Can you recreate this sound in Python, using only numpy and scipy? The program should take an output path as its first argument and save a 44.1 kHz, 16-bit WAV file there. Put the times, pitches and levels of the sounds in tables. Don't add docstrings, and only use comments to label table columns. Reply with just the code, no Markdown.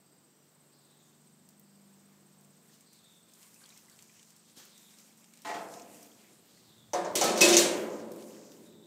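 import sys
import numpy as np
from scipy import signal
from scipy.fft import rfft, irfft, next_fast_len
from scipy.io import wavfile

SR = 44100
rng = np.random.default_rng(int(sys.argv[2]) if len(sys.argv) > 2 else 0)


def generate_wav(sig):
    pcm = np.round(np.clip(np.atleast_2d(sig).T, -1, 1) * 32767).astype(np.int16)
    wavfile.write(sys.argv[1], SR, pcm)


def amplitude_ratio(level_db):
    exponent = np.asarray(level_db, float) / 20
    return 10 ** exponent


N = 390726

# [f/Hz, level/dB]
STEEL_MODES = [(178, -51), (194, -47.5), (223, -48), (317, -40.5), (345, -32.5), (375, -35), (490, -46),
               (565, -35.5), (618, -37.5), (721, -32.5), (802, -41), (856, -47), (1293, -47.5), (2575, -44),
               (3250, -56.5), (3800, -42.5), (4134, -40.5), (4550, -41.5), (5330, -44), (5560, -41.5),
               (5830, -29.5), (6130, -31.5), (6280, -42.5), (6700, -58), (7100, -45.5), (7257, -33.5),
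               (7600, -48), (8107, -46.5), (8890, -46), (11000, -36), (11996, -36)]
# [t/s, level/dB]
RUSTLE = [(0.0, -88), (0.96, -79.5), (1.93, -78), (2.6, -76), (2.75, -72.5), (3.24, -74.5), (3.43, -63),
          (3.52, -68.5), (3.68, -65), (4.2, -69.5), (4.555, -71.5), (4.57, -59.5), (4.63, -61.5),
          (4.74, -67.5), (4.95, -64.5), (5.3, -71), (5.49, -65.5), (5.69, -63), (5.76, -62), (5.95, -62.5),
          (6.1, -67), (6.3, -68.5), (6.9, -75), (7.8, -53.5), (8.06, -68), (8.294, -60.5), (8.628, -68),
          (8.86, -81.5)]
DEEPEST_HZ = 106


def in_time(rows):
    s, *columns = np.transpose(rows)
    return [np.interp(np.arange(N) / SR, s, c) for c in columns]


def at_hz(points, hz):
    points_hz, points_db = np.transpose(points)
    return np.interp(np.log(hz), np.log(points_hz), points_db)


def hat(hz, centres, k):
    return np.interp(np.log(hz), np.log(centres), np.arange(len(centres)) == k)


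def rms_one(x):
    return x / np.sqrt(np.mean(x ** 2) + 1e-20)


def drift(rate):
    return np.interp(np.arange(N) * rate / SR, np.arange(1000), rng.standard_normal(1000))


def band(x, low_hz, high_hz):
    edges_hz = [low_hz, min(high_hz, .45 * SR)]
    return signal.sosfilt(signal.butter(2, edges_hz, "band", fs=SR, output="sos"), x)


def coloured(x, spectrum):
    size = next_fast_len(len(x))
    hz = np.linspace(1, SR / 2, size // 2 + 1)
    return irfft(rfft(x, size) * amplitude_ratio(at_hz(spectrum, hz)), size)[:len(x)]


def puffs(times, levels_db, lengths, grit=0):
    out = np.zeros(N)
    lumps = np.abs(rng.standard_normal(N // 40 + 1)).repeat(40)[:N] ** grit
    noise = rng.standard_normal(N) * lumps
    for s, level_db, length in zip(times, levels_db, lengths):
        start = round(s * SR)
        part = out[start:][:SR // 5]
        decay = np.exp(-np.arange(len(part)) / SR / max(length, 1e-4))
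        burst = decay * noise[start:][:len(part)]
        part += amplitude_ratio(level_db) * burst / np.sqrt(np.sum(burst ** 2))
    return out


def air():
    # [f/Hz, relative level/dB per Hz]
    air_spectrum = [(30, -33), (60, -32), (100, -9), (160, 2.5), (230, -1), (330, 4), (500, -1.5),
                    (1000, -5.5), (2500, -13.5), (5000, -12.5), (8400, -18), (9000, -24.5), (12000, -15),
                    (15500, -14.5)]
    level_db = -67 + 1.0 * drift(2.8)
    return amplitude_ratio(level_db) * rms_one(coloured(rng.standard_normal(N), air_spectrum))


def rumble():
    # [t/s, level/dB]
    rumble_levels = [(0.0, -102), (3.96, -77.5), (5.29, -99), (5.48, -69), (5.69, -71), (6.27, -81),
                     (6.9, -66), (7.8, -64), (8.4, -74), (8.7, -69), (8.86, -78)]
    level_db, = in_time(rumble_levels)
    return amplitude_ratio(level_db) * rms_one(band(band(rng.standard_normal(N), 100, 180), 70, 146))


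def motor():
    # [t/s, turns per s]
    speed = [(0.0, 24.1), (0.32, 23.9), (1.0, 24.4), (1.93, 24.8), (2.4, 24.7), (2.9, 24.3), (4.39, 24.2),
             (5.32, 24.65), (6.4, 24.3), (8.86, 24.3)]
    # [multiple of the rate, relative level/dB]
    overtones = [(4, -92), (5, -96), (6, -78), (7, -77.5), (8, -82.5), (9, -76), (10, -81), (11, -84.5),
                 (12, -89.5), (13, -89.5), (14, -93.5)]
    # [t/s, evenness/dB, load/dB]
    running = [(0, 7, -3), (.34, 3, -2), (.9, 4, -0.5), (1.3, 2.5, 2), (2.45, 4.5, 1.5), (2.7, -4, -1.5),
               (3.6, -2.5, -1), (4.4, -1.5, -2), (4.9, -0.5, -1), (5.4, -4.5, 0), (5.9, -8, -3),
               (6.4, -2, -1.5), (8.86, -8.5, 3)]
    casing_hz, casing_wide_hz, casing_db = 198.4, 3.7, 10
    waver_rad = 1.2
    turns, = in_time(speed)
    even_db, load_db = in_time(running)
    phase, out = 2 * np.pi * np.cumsum(turns) / SR, 0
    for k, db in overtones:
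        casing_lift_db = casing_db / (1 + ((k * turns - casing_hz) / casing_wide_hz) ** 2)
        parity_db = even_db * np.cos(np.pi * k)
        level_db = db + casing_lift_db + load_db + parity_db + 2.65 * drift(2.2)
        angle = k * phase + waver_rad * drift(7.9) + 2 * np.pi * rng.random()
        out = out + amplitude_ratio(level_db) * np.sin(angle)
    return np.sqrt(2) * out


def cricket():
    # [first stroke t/s, level/dB, fade/dB per s]
    phrases = [(.007, -72, 1.5), (2.207, -71, 4), (3.915, -75, -1), (5.124, -72, 8)]
    # [f/Hz, relative level/dB]
    wings = [(8320, 4), (8100, -1.5)]
    strokes_per_s, swell_s, dip_db = 16.55, 0.36, 5
    t = np.arange(N) / SR
    start, level_db, fade_db = np.transpose(phrases)
    phrase = np.maximum(np.searchsorted(start, t + .5 / strokes_per_s) - 1, 0)
    since = t - start[phrase]
    pulse = np.exp(2.9 * (np.cos(2 * np.pi * strokes_per_s * since) - 1))
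    stroke = pulse * amplitude_ratio(2.5 * drift(25))
    tone = sum(amplitude_ratio(db) * np.sin(2 * np.pi * hz * t + 1.2 * drift(48)) for hz, db in wings)
    chorus = band(band(rng.standard_normal(N), 7030, 8900), 7100, 8630)
    effort_db = level_db[phrase] - fade_db[phrase] * since - dip_db * np.exp(-since / swell_s)
    return amplitude_ratio(effort_db) * rms_one(stroke * tone) + amplitude_ratio(-73.5) * rms_one(chorus)


def bird():
    # [t/s, starting f/Hz, fall/Hz, level/dB]
    notes = [(.04, 4820, -6, -80), (.28, 5840, 103, -81), (0.716, 4690, 463, -73), (.88, 3730, 149, -74),
             (.98, 7100, 400, -76), (1.645, 4850, 128.5, -79), (2.858, 4460, 324, -70.5),
             (3.029, 3600, 4.5, -69), (4.718, 3740, 90, -67.5), (6.556, 4580, 445, -69.5),
             (6.678, 3640, 65, -67.5), (8.655, 3750, 67.5, -70.5), (8.821, 3700, 75, -69.5)]
    note_s, attack_s, tail_s = .14, 0.0061, 0.12
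    out = np.zeros(N)
    t = np.arange(SR // 2) / SR
    for s, from_hz, fall_hz, level_db in notes:
        b, a = signal.butter(2, 134 + fall_hz, fs=SR)
        blur = rms_one(signal.lfilter(b, a, rng.standard_normal((2, len(t)))))
        pitch_hz = np.interp(t, [0, note_s], [from_hz, from_hz - fall_hz])
        phase = 2 * np.pi * np.cumsum(pitch_hz) / SR
        shape = np.minimum(t / attack_s, 1) * np.exp(-np.maximum(t - note_s, 0) / tail_s)
        note = amplitude_ratio(level_db) * shape * (np.cos(phase) * blur[0] + np.sin(phase) * blur[1])
        part = out[round(s * SR):][:len(t)]
        part += note[:len(part)]
    return out


def rustle():
    # [f/Hz, relative level/dB per Hz]
    fabric = [(400, -19), (900, -1), (1500, -2.5), (3600, -1.5), (7300, 3.5), (9000, -1), (11000, -6),
              (14000, -2), (15500, -12.5)]
    swing_db, patchy_db, crackle_share = 1.6, 3.5, .35
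    level_db, = in_time(RUSTLE)
    together, out = drift(24), 0
    for hz in 600 * 2 ** np.arange(0, 4.7, 2 / 3):
        crackles_per_s = 250 * amplitude_ratio(3.5 * drift(25) + 3.0 * together)
        sizes = amplitude_ratio(4.2 * np.minimum(rng.exponential(1, N), 5)) * (rng.random(N) < crackles_per_s / SR)
        crackle = signal.lfilter([1], [1, -.97], sizes) * rng.standard_normal(N)
        swish = rng.standard_normal(N) * amplitude_ratio(swing_db * together + patchy_db * drift(15))
        fold = crackle_share * rms_one(crackle) + swish
        out = out + band(fold, hz / 2 ** (1 / 3), hz * 2 ** (1 / 3))
    return amplitude_ratio(level_db + 4.0) * rms_one(coloured(out, fabric))


def snaps():
    # [t/s, relative level/dB, tilt toward the dull side/dB]
    snap_rows = [(1.489, -43, -3.5), (1.596, -49, -23), (2.4094, -51, -9.5), (2.4474, -48, 9),
                 (2.7412, -50, -7), (2.808, -44, 7), (2.931, -45, -1), (3.0425, -47, 7), (3.336, -43, -1),
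                 (3.429, -39, 10), (3.543, -43, 1), (3.614, -49, 14), (3.66, -41, 11), (3.6904, -43, 4.5),
                 (3.775, -39, 10.5), (3.897, -40, 12), (3.99, -40, 22), (4.024, -41, 3), (4.14, -58, 12),
                 (4.194, -45, 27), (4.229, -40, 15), (4.304, -43, 4), (4.364, -45, 2), (4.498, -46, 14.5),
                 (4.652, -41.5, -6), (4.778, -39, 8), (4.9861, -40, 14), (5.175, -47, 3), (5.187, -51, 12),
                 (5.243, -43, 20), (5.3366, -39.5, 18), (5.373, -43, 18), (5.419, -41, 0),
                 (5.7387, -36, 20), (5.797, -35.5, 19), (6.0293, -39.5, 2), (6.117, -54, 13),
                 (8.118, -36, -3.5), (8.161, -44, -9), (8.224, -42, 31), (8.5187, -42.5, 23),
                 (8.6705, -55, 12)]
    s, level_db, tilt_db = np.transpose(snap_rows)
    lasts = np.full(len(s), .0025)
    middle = puffs(s, level_db + 15.5 - np.abs(tilt_db) / 5, lasts)
    low = puffs(s, level_db - 19 + tilt_db / 2 + 20.5, lasts)
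    top = puffs(s, level_db - 16 - tilt_db / 2 + 26.0, lasts)
    middle = band(band(middle, 3500, 9900), 5300, 9900)
    return middle + band(low, 2200, 6300) + band(top, 11200, 15500)


def drips():
    # [t/s, relative level/dB, f/Hz]
    drops = [(2.6963, -61, 1820), (2.9916, -57, 3540), (3.5623, -56, 2580), (3.6174, -57, 1530),
             (3.636, -58, 1540), (3.64, -46, 4400), (3.6554, -51, 3270), (3.704, -49, 3840),
             (3.723, -52.5, 2400), (3.7644, -57, 2080), (3.925, -53, 4410), (3.885, -57, 2000),
             (4.0956, -55, 2390), (4.098, -64, 1900), (4.1694, -64, 3730), (5.1076, -62, 2260),
             (6.0591, -62, 3470), (6.1165, -55, 3237)]
    cycles, small_cycles, rise = 55.0, 20, 0.089
    out, t = np.zeros(N), np.arange(SR // 10) / SR
    when, size, pitch = rng.random((900, 3)).T
    when = when * (N - SR // 10)
    at = when.astype(int)
    moving_db = in_time(RUSTLE)[0][at]
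    small_db = moving_db + 10.0 + 5.0 * pitch - 12 * size + 2.0 * drift(12)[at]
    small = np.transpose([when / SR, small_db, 1700 * 5.5 ** pitch])
    for k, (s, level_db, hz) in enumerate(np.vstack([drops, small])):
        life = t * hz / (cycles if k < len(drops) else small_cycles)
        ring = np.sin(2 * np.pi * hz * t * (1 + rise * life))
        out[round(s * SR):][:len(t)] += amplitude_ratio(level_db - 60 * life) * ring
    return out


def wall_echoes(close):
    walls = np.zeros(SR // 30)
    walls[[0, round(.005 * SR), round(.017 * SR)]] = 1, .4, .3
    return signal.fftconvolve(close, walls)[:N]


def knock():
    return band(puffs([4.568], [-10], [0.02]), 142, 410)


def jolts():
    # [t/s, level/dB]
    landings = [(6.935, -47), (7.165, -58), (7.572, -47.5)]
    peak_s = .0025
    out, t = np.zeros(N), np.arange(SR // 10) / SR
    for s, level_db in landings:
        out[round(s * SR):][:len(t)] += amplitude_ratio(level_db) * t / peak_s * np.exp(1 - t / peak_s)
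    return out


def steel_answer(dense, modes, modes_db, ring_s, tail_share, tail_db):
    ranges_hz = [280, 600, 1100, 2500, 6500, 12000]
    # [f/Hz, t60/s]
    tail = [(100, 0.76), (250, 3.73), (500, 2.03), (1000, 1.7), (2000, 0.96), (4000, 0.43), (8000, 0.5),
            (14000, 0.15)]
    early_t60_s, short_over_hz = 0.42, 399
    bands_hz = 40 * 2 ** np.arange(0, 8.7, .5)
    t = np.arange(3 * SR) / SR
    clear = 0
    for hz, db in modes:
        fall_db = 60 * t / ring_s * (hz / ranges_hz[0])
        clear = clear + amplitude_ratio(db + modes_db - fall_db) * np.sin(2 * np.pi * hz * t)
    ringing = rfft(rms_one(coloured(rng.standard_normal(len(t)), dense)) + clear)
    rows, all_hz = np.zeros((len(ranges_hz), len(t))), np.linspace(1, SR / 2, len(ringing))
    for k, hz in enumerate(bands_hz):
        build = 1 - np.exp(-t * hz / 0.38)
        shorter = (short_over_hz / np.clip(hz, short_over_hz, 2 * short_over_hz)) ** tail_share
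        late = amplitude_ratio(tail_db - 60 * t / (at_hz(tail, hz) * shorter))
        dying = amplitude_ratio(-60 * t / early_t60_s) + late
        part = irfft(ringing * hat(all_hz, bands_hz, k)) * build * dying
        rows += [hat(hz, ranges_hz, j) * part for j in range(len(rows))]
    return rows / np.sqrt(np.mean(rows[:, :SR // 20] ** 2, axis=1, keepdims=True))


def bar(contacts, reach, answers, range_db, skid_db, skid_s, push_db):
    lean_share = [0, 0, 0, -.5, -1, 1]
    s, edge_db, weight_db, lean_db, sharp_db = np.transpose(contacts)
    levels = []
    for (edge_reach_db, weight_reach_db), share in zip(reach, lean_share):
        edge = amplitude_ratio(edge_db + edge_reach_db)
        weight = amplitude_ratio(weight_db + weight_reach_db + share * lean_db)
        levels.append(20 * np.log10(np.hypot(edge, weight)))
    levels[0] = levels[0] + sharp_db
    clicks, sign = np.zeros((len(levels), N)), rng.choice([-1, 1], len(s))
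    clicks[:, np.round(s * SR).astype(int)] = sign * amplitude_ratio(np.array(levels))
    out = amplitude_ratio(push_db) * band(band(band(clicks[-1] + 1e-18, 100, 200), 95, 230), 95, 230)
    for answer, click, level_db, more_db in zip(answers[::-1], clicks, levels, range_db):
        drive = click + puffs(s, level_db + skid_db, np.full(len(s), skid_s), grit=1)
        out += amplitude_ratio(more_db) * signal.fftconvolve(drive, answer)[:N]
    return band(band(out, DEEPEST_HZ, SR), DEEPEST_HZ, SR)


def rail_knocks():
    # [t/s, edge level/dB, weight level/dB, lean toward the deepest range/dB,
    # extra sharpness at the very top/dB]
    lift = [(5.4484, -35.5, -38, 0.5, 0.92), (5.4693, -36.5, -43.5, -5, 1), (5.4895, -38, -38.5, -2.5, 1),
            (5.5398, -37, -38, -1, 1)]
    # [from the edge/dB, from the weight/dB]
    rail_reach = [(-0.5, -30), (-1, -30), (-7, -16), (-20, 0.5), (-30, -2.5), (-32.5, -4.5)]
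    # [f/Hz, relative level/dB]
    rail_modes = [(316, -54), (409.1, -48.5), (667, -48), (791.3, -60.5), (855.9, -46.5), (972, -71),
                  (1220, -61), (1809, -58), (1911, -52.5), (2050, -66), (2374, -70)]
    # [f/Hz, relative level/dB per Hz]
    rail_dense = [(50, -55), (90, -37), (200, -7.5), (270, -8), (400, -6), (540, -7), (620, -10.5),
                  (700, -0.5), (900, -6), (1040, -6), (1140, -15), (1300, -10.5), (1500, -13.5),
                  (1750, -12.5), (1920, -13), (2100, -14.5), (2300, -19), (6000, -22.5), (15500, -35)]
    answers = steel_answer(rail_dense, rail_modes, modes_db=45.5, ring_s=2.6, tail_share=0.6, tail_db=8.0)
    return bar(lift, rail_reach, answers, range_db=[-32.5, -20.5, -10.0, -11.5, -9.5, -11.0],
               skid_db=-1.5, skid_s=0.02, push_db=18)


def tank_blows():
    # [t/s, edge striking level/dB, weight landing level/dB,
    # lean toward the deep wall panels/dB, extra sharpness at the very top/dB]
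    blows = [(4.5701, -53, -64, 5.5, 4), (6.9337, -25, -31, -9, 2), (6.9594, -58, -32.5, 1.5, 0),
             (7.0471, -34, -34.5, 1.5, -6.5), (7.1539, -13.5, -34, 4, 8), (7.165, -24.5, -39.5, 9, 1),
             (7.212, -12.5, -27.5, -4.5, 0), (7.2394, -16, -33, 11, 6), (7.2787, -19.5, -26.5, 1.5, -9),
             (7.3601, -24, -35, 3.5, -10), (7.375, -18.5, -37, -1, 1.5), (7.392, -31, -49.5, 5.5, 6.5),
             (7.4085, -6, -30, 6.5, -4), (7.4135, -5.5, -25.5, 3, 4), (7.4247, -27.5, -31, 3.5, 4.5),
             (7.4493, -11.5, -34.5, -6.5, 2), (7.4855, -10, -30, 8, 3), (7.5034, -20.5, -29, 2, -0.5),
             (7.527, -9, -42, 1.5, -11.5), (7.5388, -13, -32, -1.5, 2), (7.5684, -5.5, -45.5, 2.5, 3.5),
             (7.5863, -19.5, -38, -7.5, 12.5), (7.6198, -32.5, -34.5, 10.5, -2), (7.6594, -28, -42, 14, 1),
             (7.997, -45.5, -61, 5, 3)]
    # [from the edge/dB, from the weight/dB]
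    tank_reach = [(-1, -37.5), (-1.5, -35), (-13.5, -20), (-53, -3.5), (-27.5, -1), (-27.5, 0.5)]
    # [f/Hz, relative level/dB per Hz]
    tank_dense = [(50, -88), (90, -33), (140, -36), (185, -11), (255, -13.5), (345, -5), (420, 0.5),
                  (480, 2.5), (600, 7.5), (760, -3), (1300, -12), (2200, -12), (2700, -11.5), (3800, -6.5),
                  (4900, -7), (6200, -4), (8800, -9.5), (10000, -18.5), (15500, -25)]
    answers = steel_answer(tank_dense, STEEL_MODES, modes_db=24.5, ring_s=1.84, tail_share=0, tail_db=1)
    return bar(blows, tank_reach, answers, range_db=[-30.0, -22.0, -11.5, -7.5, -10.5, -11.0],
               skid_db=-5.5, skid_s=0.013, push_db=10)


def steel_contacts():
    # [t/s, relative level/dB, f/Hz, ring beside the burst/dB]
    contact_rows = [(6.9338, -24, 6140, -10), (6.9345, -53, 690, 15), (6.94, -58, 179, 10),
                    (7.0474, -35, 6510, -14), (7.156, -39, 3250, 3), (7.157, -45.5, 340, 13),
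                    (7.213, -13, 6100, -14), (7.2125, -39, 750, 15.5), (7.24, -42, 1293, 13),
                    (7.4135, -15, 6000, -16), (7.412, -37.5, 352, 12.5), (7.415, -22, 2575, 11),
                    (7.414, -25.5, 4160, -1), (7.44, -29, 7200, 6), (7.486, -38.5, 352, 14.5),
                    (7.501, -18.5, 3800, -13.5), (7.526, -30, 2640, 7), (7.5398, -14, 5600, -16.5),
                    (7.43, -41, 600, 15), (7.545, -38.5, 596, 11), (7.5682, -2.5, 6650, -16.5),
                    (7.578, -6.5, 6040, -18.5), (7.5854, -13, 6460, -19), (7.5947, -14, 7500, -18.5)]
    burst_per_s, spot_octaves, spot_t60_s = 2900, 0.16, 0.56
    out, t = np.zeros(N), np.arange(SR) / SR
    modes_hz = np.transpose(STEEL_MODES)[0]
    mode_tones = np.sin(2 * np.pi * np.outer(modes_hz, t))
    for s, level_db, hz, ring_db in contact_rows:
        near = np.exp(-(np.log2(modes_hz / hz) / spot_octaves) ** 2)
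        near = near * rng.choice([-1, 1], len(modes_hz))
        ring = near @ mode_tones * amplitude_ratio(ring_db - 60 * t / spot_t60_s * (hz / 1000))
        ring = ring * np.minimum(t / 0.0039, 1) * (1 - t)
        burst = t * burst_per_s * np.exp(1 - t * burst_per_s) * np.sin(2 * np.pi * hz * t)
        out[round(s * SR):][:len(t)] += amplitude_ratio(level_db) * (burst + ring)
    return amplitude_ratio(-2.0) * band(out, DEEPEST_HZ, SR)


def scene():
    far = air() + rumble() + motor() + cricket() + bird()
    hands = rustle() + wall_echoes(snaps() + drips()) + knock()
    steel = rail_knocks() + tank_blows() + steel_contacts() + jolts()
    return (far + hands + steel)[None]


def low_pass(x):
    return signal.sosfilt(signal.butter(12, 15600, fs=SR, output="sos"), x)


def record(dry):
    heard = signal.sosfilt(signal.butter(2, 65, "high", fs=SR, output="sos"), dry)
    heard = signal.sosfilt(signal.cheby2(20, 50, 16000, fs=SR, output="sos"), heard)
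    return low_pass(heard)


dry = scene()
out = record(dry)
generate_wav(out)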